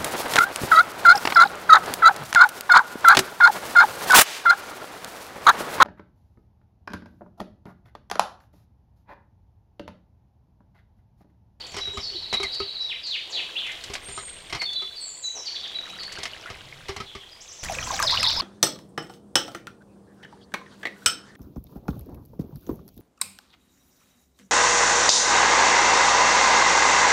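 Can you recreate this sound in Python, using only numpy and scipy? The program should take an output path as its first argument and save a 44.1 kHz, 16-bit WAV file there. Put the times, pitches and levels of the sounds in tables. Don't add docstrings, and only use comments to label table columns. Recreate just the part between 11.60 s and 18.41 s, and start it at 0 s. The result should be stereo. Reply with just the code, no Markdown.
import sys
import numpy as np
from scipy import signal
from scipy.fft import rfft, irfft, next_fast_len
from scipy.io import wavfile

SR = 44100
rng = np.random.default_rng(int(sys.argv[2]) if len(sys.argv) > 2 else 0)


def waveform_to_disk(signal):
    frames = np.transpose(np.atleast_2d(signal))
    scaled = np.clip(frames, -1, 1) * 32767
    samples = np.round(scaled).astype(np.int16)
    wavfile.write(sys.argv[1], SR, samples)


N = 300321
TIME = np.arange(N) / SR

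# start in seconds, force in dB, hollow body in dB,
# casing ring in dB, thump of the base in dB.
KNOCKS = [(.143, -37, -55, -48, -32.5), (.167, -33.5, -35.5, -39, -48), (.274, -42, -42, -56, -39),
          (.372, -33, -39, -24.5, -30.5), (.728, -27, -38, -43, -31.5), (.8, -35, -29.5, -30, -42),
          (.83, -31, -39, -37, -34), (1.001, -37.5, -27.5, -23.5, -34), (2.299, -40, -38, -51, -37),
          (2.484, -40.5, -45, -63, -36), (2.576, -36.5, -41, -23.5, -42), (2.926, -28, -37.5, -39, -37),
          (2.948, -29, -43, -34, -31.5), (3.221, -43, -44, -37, -53), (4.585, -39, -44, -50, -40),
          (4.901, -37, -44.5, -30.5, -36.5), (5.291, -33, -29.5, -38, -34.5), (5.364, -35, -46, -39, -35.5),
          (5.402, -35, -40, -25, -33), (5.551, -39, -41, -33, -38)]
# start in seconds, level in dB.
TICKS = [(.065, -26.5), (.118, -29), (.165, -20.5), (.83, -16), (.944, -24), (2.065, -30), (2.116, -27),
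         (2.238, -18.5), (2.337, -15.5), (3.13, -26.5), (4.432, -25), (4.522, -20.5), (4.584, -26),
         (4.632, -14), (5.363, -23.5)]
# start in seconds, level in dB, starting pitch in Hz.
PLOPS = [(4.734, -26, 2880), (4.859, -28, 1400), (5.126, -30.5, 2150), (6.086, -23, 2380),
         (6.097, -21, 776), (6.151, -24.5, 2540), (6.186, -18, 2450), (6.305, -23, 1063), (6.336, -24, 777),
         (6.392, -22, 2440), (6.4, -17.5, 1180), (6.425, -16.5, 1594), (6.542, -18, 1123),
         (6.574, -11.5, 2880), (6.629, -15, 2540), (6.697, -18, 3070), (6.799, -20, 1060)]
# resonance in Hz, width in Hz, level in dB.
CASING = [(727, 133, -3), (1136, 260, 1.5), (2117, 200, 3), (3140, 180, 1), (3770, 800, -6.5),
          (5500, 710, -8.5)]
BODY_HZ, BODY_T60_S, THUMP_HZ = 397.6, 0.16, 74
RING_HZ, RING_T60_S = 1224, 0.068
KNOCK_CRACK_HZ = 1390
# time in seconds, bubbling in dB, spray in dB.
TRICKLE = [(0.0, -53.5, -69), (0.62, -57.5, -71), (0.92, -53.5, -67.5), (1.12, -57, -72),
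           (1.55, -59.5, -71), (1.8, -53.5, -66.5), (2.26, -52.5, -63.5), (2.51, -54.5, -69.5),
           (2.74, -56, -74), (2.89, -56, -68.5), (3.36, -59.5, -66.5), (3.72, -62.5, -72),
           (3.86, -57, -69.5), (4.61, -52.5, -68.5), (5.65, -61, -70.5), (6.0, -60, -70)]
# time in seconds, bubbling in dB, spray in dB.
SPLASH = [(6.03, -38.5, -52), (6.25, -37, -57.5), (6.4, -33, -54), (6.6, -36, -52), (6.81, -37, -56)]
SPLASH_START_S = 6.028
# frequency in Hz, density in dB per Hz.
TRICKLE_COLOUR = [(120, -3), (200, -6), (400, 3), (507, 1.5), (744, 0), (1070, -3), (1410, -6), (3380, 2.5),
                  (4060, -3), (5050, -13.5), (6290, -17.5), (15700, -52)]
# frequency in Hz, density in dB per Hz.
SPLASH_COLOUR = [(200, -32), (450, -2), (800, 0.5), (1300, 0), (2500, -3.5), (4000, -7.5), (7000, -15),
                 (10000, -27.5), (15000, -20.5)]
# frequency in Hz, density in dB per Hz.
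SPRAY_COLOUR = [(2000, -41), (4500, 2.5), (7000, 3.5), (10000, -2.5), (15500, -12)]
# frequency in Hz, density in dB per Hz.
RUMBLE_COLOUR = [(20, 0), (40, -7.5), (70, -3), (110, -7.5), (180, -12.5), (300, -18.5), (600, -41),
                 (2000, -72)]
# frequency in Hz, time to fall 60 dB in seconds.
AIR_T60 = [(2000, 0.36), (4000, 0.76), (6000, 0.99), (8500, 0.34)]
CUTOFF_HZ = 15800
# time in seconds, left minus right in dB.
BIRD_PAN = [(0.0, -4), (0.15, 7), (0.24, -11), (0.36, 7), (0.49, -1.5), (0.57, 9), (0.72, 4.5), (1.15, 5.5),
            (1.23, 2), (1.7, 6), (2.54, -3.5), (3.92, -4.0), (5.38, -7), (5.64, -10), (5.81, 1), (6.8, 1.0)]
# start in seconds, level in dB.
SLAPS = [(6.037, -14.5), (6.047, -15.5), (6.121, -19.5), (6.272, -20), (6.338, -28), (6.399, -16),
         (6.426, -6.5), (6.509, -16), (6.542, -24), (6.63, -7), (6.653, -18), (6.762, -30)]
# start in seconds, length in seconds, start pitch in Hz,
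# end pitch in Hz, level in dB.
SQUEAKS = [(0.831, 0.036, 2244, 1950, -24.5), (3.011, 0.023, 2187, 1970, -28)]
# middle in seconds, length in seconds, centre in Hz, width in Hz, level in dB.
PUFFS = [(.35, .09, 400, 30, -43), (.55, .11, 377, 60, -43.5), (1.769, 0.24, 617, 503, -47),
         (3.783, .12, 646, 500, -44.5), (4.35, .9, 184, 44.7, -59.5), (5.2, 0.87, 138, 34.8, -56.5)]
# time in seconds, level in dB.
PATTER = [(0, -70), (1.7, -56.5), (2.4, -49.5), (2.8, -54.5), (3.7, -66), (3.95, -50.5), (4.55, -43),
          (5.2, -53.5), (6.0, -72)]
# frequency in Hz, density in dB per Hz.
PATTER_COLOUR = [(600, -30), (1200, -1), (1800, 9), (3000, -5.5), (5000, -4.5), (7000, -14.5),
                 (12000, -23.5)]
# start in seconds, length in seconds, middle pitch in Hz,
# level in dB, warble as a share of pitch (a slight common warble is added to all notes).
WHISTLES = [(.203, 0.092, 3883, -29, 0.0049), (.727, 0.062, 3893, -23.5, 0.012),
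            (1.194, 0.077, 3896, -27, 0.004), (2.404, 0.35, 8570, -39.5, 0.0098),
            (2.479, 0.16, 7050, -45, .015), (2.992, 0.056, 4416, -27, 0.012), (3.1, 0.12, 3482, -31, 0),
            (3.133, 0.066, 3982, -30, 0), (3.63, 0.073, 3943, -31, 0), (4.144, 0.059, 3896, -28.5, 0.0069),
            (5.599, .055, 3250, -43.5, 0.045), (5.712, .032, 4900, -45, 0.031)]
# start in seconds, length in seconds,
# middle pitch in Hz, level in dB, warble as a share of pitch.
SLURS = [(0, .017, 4440, -31.5, 0.036), (.07, 0.041, 7200, -50, .034), (.125, .1, 5400, -41.5, 0.057),
         (.327, .04, 7120, -47, 0.033), (.396, .065, 5070, -35.5, 0.063), (.419, .08, 4415, -30, .02),
         (.915, .068, 4520, -29.5, 0.033), (1.2, .047, 4680, -37.5, 0.093), (3.05, 0.0577, 3494, -28, .002),
         (3.353, .076, 4453, -33, 0.016), (3.854, .051, 4500, -29, 0.026),
         (4.384, .061, 4450, -32.5, 0.023)]
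# start in seconds, length in seconds, middle pitch in Hz, level in dB,
# warble as a share of pitch.
SLIDES = [(1.427, 0.079, 4410, -30.5, 0.038), (3.395, .135, 7550, -36.5, .011),
          (3.561, .055, 7900, -44, .005), (3.617, .063, 6650, -34.5, 0.029),
          (3.745, 0.067, 5700, -34, 0.03), (3.951, .026, 3640, -28.5, 0.079),
          (4.03, 0.039, 3490, -30, 0.059), (5.454, 0.064, 3405, -42, 0.073)]
# start in seconds, length in seconds, middle pitch in Hz,
# level in dB, warble as a share of pitch.
SWEEPS = [(1.283, 0.052, 3110, -27.5, .035), (1.463, .023, 6150, -40.5, .06),
          (1.493, 0.08, 3400, -26, .045), (1.696, 0.041, 6280, -40.5, 0.053),
          (1.718, 0.095, 3622, -26, 0.079), (1.99, .12, 2833, -30.5, 0.088),
          (3.861, 0.03, 3590, -35, 0.088)]
# start in seconds, length in seconds, middle pitch in Hz, level in dB,
# warble as a share of pitch.
FLICKS = [(1.0, 0.056, 3020, -41, .01), (1.954, .044, 3236, -23.5, 0.043)]
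WHISTLE_SHAPE, SLUR_SHAPE, SLIDE_SHAPE = (0.257, -0.245), (1.315, -0.023), (2, -1.19)
SWEEP_SHAPE, FLICK_SHAPE = (3.4, -10.5), (-4.5, 3.7)
# delay in seconds, length in seconds, start pitch in Hz,
# middle pitch in Hz, end pitch in Hz, level in dB, warble as a share of pitch.
SOFT_MOTIF = [(0, .02, 4450, 3670, 3000, -4, 0.018), (.028, .048, 2874, 3350, 4270, -0.5, 0.013)]
# (seconds, seconds, Hz, Hz, Hz, dB, share).
HOOK_MOTIF = [(0, .036, 4750, 4000, 3920, 0, 0.015)]
# (seconds, seconds, Hz, Hz, Hz, dB, share).
HIGH_MOTIF = [(0, .031, 4700, 6450, 7980, -0.17, 0.06), (.077, .027, 6550, 5950, 5370, -0.13, .03)]
# (seconds, seconds, Hz, Hz, Hz, dB, share).
LOUD_MOTIF = [(0, 0.02, 5270, 5110, 4940, -5.5, .025), (.038, .024, 5300, 4025, 3310, 1, 0.0067),
              (.066, .033, 3600, 4300, 5850, -0.5, .04)]
HOOK_START_S, HOOK_PERIOD_S = .545, .075
# start in seconds, force in dB,
# crack reference in Hz (its band runs from 0.5 to 0.94 of this).
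CLACKS = [(.183, -33.5, 1480), (.741, -29, 3900), (2.335, -34.5, 2240), (2.353, -32.5, 2300),
          (2.898, -38.5, 2080), (3.017, -30, 3600), (4.632, -35.5, 5000), (4.655, -32, 3170),
          (5.284, -34.5, 3495)]
# time in seconds, level in dB.
RUMBLE = [(0, -53), (.4, -50), (.9, -55.5), (1.2, -61.5), (1.9, -64.5), (2.3, -54), (2.8, -53),
          (3.7, -66.5), (4.4, -58.5), (5.05, -53), (5.7, -59), (6, -63)]
# start in seconds,
# length in seconds, start pitch in Hz, end pitch in Hz, level in dB.
GLUGS = [(6.1, 0.048, 787, 515, -30.5), (6.304, .025, 1100, 680, -27.5), (6.324, .03, 600, 855, -30.5),
         (6.4, 0.0403, 1245, 963, -29), (6.43, .07, 704, 513, -33.5), (6.521, 0.044, 896, 1516, -25),
         (6.625, 0.0303, 1450, 994, -30.5), (6.67, .028, 857, 950, -30.5), (6.769, 0.039, 846, 1153, -30.5)]


def from_db(db):
    return 10 ** (np.asarray(db) / 20)


def rms_one(x):
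    return x / np.sqrt(np.mean(x ** 2) + 1e-20)


def in_time(rows):
    s, *columns = np.transpose(rows)
    return [np.interp(TIME, s, c) for c in columns]


def at_hz(points, hz):
    table_hz, values = np.array(points).T
    return np.interp(np.log(hz + 1e-9), np.log(table_hz), values)


def add(track, s, sound):
    i = max(int(s * SR), 0)
    part = sound[..., :max(N - i, 0)]
    track[..., i:i + part.shape[-1]] += part


def band(x, low_hz, high_hz):
    sos = signal.butter(2, [low_hz, min(high_hz, .45 * SR)], "band", fs=SR, output="sos")
    return signal.sosfilt(sos, x)


def resonance(x, hz, width_hz):
    r = np.exp(-np.pi * width_hz / SR)
    top = np.array([1, 0, -1]) * (1 - r * r) / 2
    return signal.lfilter(top, [1, -2 * r * np.cos(2 * np.pi * hz / SR), r * r], x)


def spread(pair, side_db):
    return pair[0] + from_db(side_db) * pair[1] * np.array([[1], [-1]])


def pan(db):
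    return from_db(np.array([[db], [-db]]) / 2)


def wash(colour, side_db):
    size = next_fast_len(N, real=True)
    hz = np.arange(size // 2 + 1) * SR / size
    gain = from_db(at_hz(colour, hz)) * np.minimum(hz / colour[0][0], 1) ** 2
    noise = irfft(rfft(rng.standard_normal((2, size))) * gain, size)[:, :N]
    return rms_one(spread(noise, side_db))


def reverberate(x, t60_table, delay_s, side_db):
    t = TIME[:SR]
    edges = np.geomspace(150, 15000, 9)
    tail = np.zeros((2, SR))
    for low_hz, high_hz in zip(edges, edges[1:]):
        t60 = at_hz(t60_table, np.sqrt(low_hz * high_hz))
        tail += band(rng.standard_normal((2, SR)), low_hz, high_hz) * from_db(-60 * t / t60)
    tail = spread(tail, side_db) * np.minimum(t / delay_s, 1)
    return signal.fftconvolve(x[None], rms_one(tail) / np.sqrt(SR), axes=1)[:, :N]


def trill(motif, start_s, period_s, level_db, growth_db, count):
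    return [(start_s + k * period_s + delay, length, start_hz, middle_hz, end_hz,
             level_db + k * growth_db + db, warble)
            for k in range(count)
            for delay, length, start_hz, middle_hz, end_hz, db, warble in motif]


def notes(rows, shape):
    start, end = shape
    return [(s, length, hz * 2 ** (start / 12), hz, hz * 2 ** (end / 12), db, warble)
            for s, length, hz, db, warble in rows]


def song():
    opening = (trill(SOFT_MOTIF, start_s=-0.013, period_s=.17, level_db=-43, growth_db=1.3, count=4)
               + trill(HOOK_MOTIF, HOOK_START_S, HOOK_PERIOD_S, level_db=-31, growth_db=0.2, count=9))
    singles = (notes(WHISTLES, WHISTLE_SHAPE) + notes(SLURS, SLUR_SHAPE) + notes(SLIDES, SLIDE_SHAPE)
               + notes(SWEEPS, SWEEP_SHAPE) + notes(FLICKS, FLICK_SHAPE))
    closing = (trill(HIGH_MOTIF, start_s=5.803, period_s=.106, level_db=-41, growth_db=2.0, count=6)
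               + trill(LOUD_MOTIF, start_s=6.426, period_s=.168, level_db=-17.5, growth_db=0.5, count=3))
    return opening + singles + closing


def bird(warble_hz=230, swell_s=.008, direct_db=-1, echo_s=.039, echo_db=-12.0, tail_db=-2, fade_share=0.17):
    voice = np.zeros(N)
    for s, length, start_hz, middle_hz, end_hz, db, warble in song():
        t = TIME[:int((length + swell_s) * SR)]
        curve = np.polyfit([0, .5, 1], [start_hz, middle_hz, end_hz], 2)
        glide = np.polyval(curve, (t - swell_s / 2) / length)
        flutter = rms_one(band(rng.standard_normal(SR // 2), warble_hz / 2, warble_hz * 2))[-len(t):]
        pitch = glide * (1 + (warble + 0.0019) * flutter)
        effort = np.minimum(middle_hz / glide, 1) ** 2
        fade = np.clip(np.minimum(t, t[-1] - t) / (swell_s + fade_share * length), 0, 1)
        swell = effort * np.sin(np.pi / 2 * fade) ** 2
        add(voice, s - swell_s / 2, from_db(db) * swell * np.sin(2 * np.pi * np.cumsum(pitch) / SR))
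    echo = np.concatenate([np.zeros(int(echo_s * SR)), voice])[:N]
    heard = from_db(direct_db) * voice + from_db(echo_db) * echo
    heard = heard + from_db(tail_db) * reverberate(voice, AIR_T60, delay_s=0.0027, side_db=-4)
    return heard * pan(1) ** in_time(BIRD_PAN)[0]


def bubble(hz, cycles, rise):
    age = np.linspace(0, 1, int(cycles / hz * SR) + 2)
    tone = np.sin(2 * np.pi * cycles * (age + rise * age ** 2 / 2))
    return tone * from_db(-60 * age) * (1 - np.exp(-age * cycles))


def bubbling(colour, per_s, size_db, cycles, start_s):
    out = np.zeros((2, N))
    running_s = N / SR - start_s
    draws = rng.random((6000, 5))
    for when, pitch, size, place, life in draws[:int(per_s * running_s)]:
        hz = 500 * 24 ** pitch
        db = at_hz(colour, hz) + 20 * np.log10(hz) + size_db * min(-np.log(1 - size), 3.5)
        sound = from_db(db) * bubble(hz, cycles * (.5 + life), rise=0.39)
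        add(out, start_s + when * running_s, sound * pan(8 * (place - .5)))
    return out / np.sqrt(np.mean(out[:, int(start_s * SR):] ** 2))


def trickle(bubbles_db=5, wash_db=8, spray_db=14, rumble_db=0):
    flow, spray = from_db(in_time(TRICKLE))
    fizz = bubbling(TRICKLE_COLOUR, per_s=800, size_db=3.5, cycles=9, start_s=0)
    water = from_db(bubbles_db) * fizz + from_db(wash_db) * wash(TRICKLE_COLOUR, side_db=-4.0)
    mist = from_db(spray_db) * wash(SPRAY_COLOUR, side_db=3.5)
    rumble = from_db(in_time(RUMBLE)[0] + rumble_db) * wash(RUMBLE_COLOUR, side_db=-5)
    return flow * water + spray * mist + rumble


def patter(per_s=420, size_db=3, cycles=18):
    return from_db(in_time(PATTER)[0]) * bubbling(PATTER_COLOUR, per_s, size_db, cycles, start_s=0)


def snaps(table, t60, rise_s, level_db, low_hz, high_hz, side_db):
    out, t = np.zeros((2, N)), TIME[:SR // 10]
    for s, db in table:
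        noise = band(rng.standard_normal((2, len(t))), low_hz, high_hz)
        snap = spread(rms_one(band(noise, 500, 10900)), side_db)
        add(out, s, from_db(db + level_db - 60 * t / t60) * snap * (1 - np.exp(-t / rise_s)))
    return out


def linkage(follow_db=6):
    ticks = TICKS + [(s, force + follow_db) for s, force, *_ in KNOCKS + CLACKS]
    return snaps(ticks, t60=0.03, rise_s=0.0038, level_db=-2.5, low_hz=2240, high_hz=7030, side_db=-1.0)


def contact(force_db, crack_db, crack_hz, rattle_hz, clatter_t60, rattle_db,
            crack_t60=0.0044, grain_db=2.0, clatter_db=-2):
    t = TIME[:SR // 4]
    white = rng.standard_normal((2, len(t)))
    chatter = white * from_db(grain_db * rng.standard_normal(len(t)) - 60 * t / clatter_t60)
    casing = from_db(rattle_db) * band(chatter, 210, rattle_hz)
    for k, (hz, width, db) in enumerate(CASING):
        casing += (-1) ** k * from_db(db) * resonance(chatter, hz, width)
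    casing = casing / np.std(casing[:, :SR // 50])
    crack = rms_one(band(white, crack_hz / 2, crack_hz * 0.94)) * from_db(crack_db - 60 * t / crack_t60)
    return from_db(force_db) * spread(crack + from_db(clatter_db) * casing, side_db=-8.5)


def knocks(body_db=5, ring_db=0, thump_t60=0.12, thump_width_hz=45, balance_db=2.6):
    out, t = np.zeros((2, N)), TIME[:SR // 4]
    onset = 1 - np.exp(-t / 0.0023)
    for s, force, body, ring, thump in KNOCKS:
        hit = contact(force, crack_db=15.5, crack_hz=KNOCK_CRACK_HZ, rattle_hz=3800,
                      clatter_t60=0.15, rattle_db=-13)
        modes = (BODY_HZ, BODY_T60_S, body + body_db), (RING_HZ, RING_T60_S, ring + ring_db)
        for hz, t60, db in modes:
            struck_hz = hz * (1 + 0.022 * rng.standard_normal())
            hit += onset * from_db(db - 60 * t / t60) * np.sin(2 * np.pi * struck_hz * t)
        noise = rng.standard_normal((2, SR))
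        base = rms_one(resonance(noise, THUMP_HZ, thump_width_hz)[:, -len(t):])
        hit += onset * from_db(thump - 60 * t / thump_t60) * spread(base, side_db=-6.5)
        add(out, s, hit * pan(balance_db))
    return out


def clacks(balance_db=3):
    out = np.zeros((2, N))
    for s, force, hz in CLACKS:
        hit = contact(force, crack_db=10, crack_hz=hz, rattle_hz=4800, clatter_t60=0.097, rattle_db=-9)
        add(out, s, hit * pan(balance_db))
    return out


def puffs():
    out = np.zeros(N)
    for s, length, hz, width_hz, db in PUFFS:
        swell = np.hanning(int(length * SR))
        noise = band(rng.standard_normal(2 * SR), hz - width_hz / 2, hz + width_hz / 2)[-len(swell):]
        add(out, s - length / 2, from_db(db) * swell * rms_one(noise))
    return out


def squeaks(octave_db=-2, rough=0.0087):
    out = np.zeros(N)
    for s, length, start_hz, end_hz, db in SQUEAKS:
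        age = np.linspace(0, 1, int(length * SR))
        jitter = rms_one(band(rng.standard_normal(SR // 4), 80, 500))[-len(age):]
        pitch = (start_hz + (end_hz - start_hz) * age) * (1 + rough * jitter)
        phase = 2 * np.pi * np.cumsum(pitch) / SR
        tone = np.sin(phase) + from_db(octave_db) * (1 - age) * np.sin(2 * phase)
        add(out, s, from_db(db) * np.minimum(age * 20, 1) * np.sqrt(1 - age) * tone)
    return out


def plops(level_db=4, cycles=38, rise=0.088, gurgle_db=-8, gurgle_s=0.0058, lower=0.86):
    out = np.zeros((2, N))
    for s, db, hz in PLOPS:
        place = pan(rng.normal(0, 1.8))
        add(out, s, from_db(db + level_db) * bubble(hz, cycles, rise) * place)
        for k in range(1, 4):
            shed = from_db(db + gurgle_db) / k * bubble(hz * lower, cycles / 2, -rise)
            add(out, s + k * gurgle_s * rng.uniform(0.93, 1.0), shed * place)
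    return out


def churn(boost_db=4.5, settle_s=0.012, calm_db=-1.5):
    stir = np.zeros(N)
    for s, *_ in SLAPS + PLOPS:
        add(stir, s, np.exp(-TIME[:SR // 4] / settle_s))
    return from_db(calm_db + boost_db * np.minimum(stir, 1))


def splash(bubbles_db=0, wash_db=-3, spray_db=0, droplets_db=2, rumble_db=-39, surge_db=3):
    flow, spray = from_db(in_time(SPLASH)) * churn()
    surge = rms_one(from_db(surge_db * rms_one(band(rng.standard_normal(N + SR), 21, 64)[SR:])))
    fizz = bubbling(SPLASH_COLOUR, per_s=700, size_db=5.5, cycles=32.3, start_s=SPLASH_START_S)
    water = from_db(bubbles_db) * fizz + from_db(wash_db) * surge * wash(SPLASH_COLOUR, side_db=-4.0)
    droplets = bubbling(SPRAY_COLOUR, per_s=900, size_db=4.5, cycles=7, start_s=SPLASH_START_S)
    mist = from_db(droplets_db) * droplets + from_db(spray_db) * surge * wash(SPRAY_COLOUR, side_db=14)
    rumble = from_db(rumble_db) * wash(RUMBLE_COLOUR, side_db=-5)
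    running = np.clip((TIME - SPLASH_START_S) / .004, 0, 1)
    return running * (flow * water + spray * mist + rumble)


def slaps():
    return snaps(SLAPS, t60=0.013, rise_s=0.00068, level_db=-6.0, low_hz=1860, high_hz=8900, side_db=-8.5)


def glugs(level_db=0, wobble=0.046, wobble_hz=110):
    out = np.zeros(N)
    for s, length, start_hz, end_hz, db in GLUGS:
        age = np.linspace(0, 1, int(length * SR))
        shake = rms_one(band(rng.standard_normal(SR // 2), wobble_hz / 2, wobble_hz * 2))[-len(age):]
        pitch = start_hz * (end_hz / start_hz) ** age * (1 + wobble * shake)
        tone = np.sin(2 * np.pi * np.cumsum(pitch) / SR)
        add(out, s, from_db(db + level_db) * np.sin(np.pi * np.sqrt(age)) * tone)
    return out


def scene(near_tail_db=-13):
    pump = knocks() + clacks() + linkage() + squeaks()
    water = trickle() + patter() + splash() + plops() + glugs() + slaps()
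    near = pump + water
    near_t60 = [(500, 0.1), (8000, 0.11)]  # Hz, seconds
    tail = reverberate(near.mean(axis=0), near_t60, delay_s=0.0059, side_db=-18.5)
    return near + from_db(near_tail_db) * tail + bird() + puffs()


def record(dry):
    return signal.sosfilt(signal.ellip(10, .2, 80, CUTOFF_HZ, fs=SR, output="sos"), dry)


dry = scene()
out = record(dry)
waveform_to_disk(out)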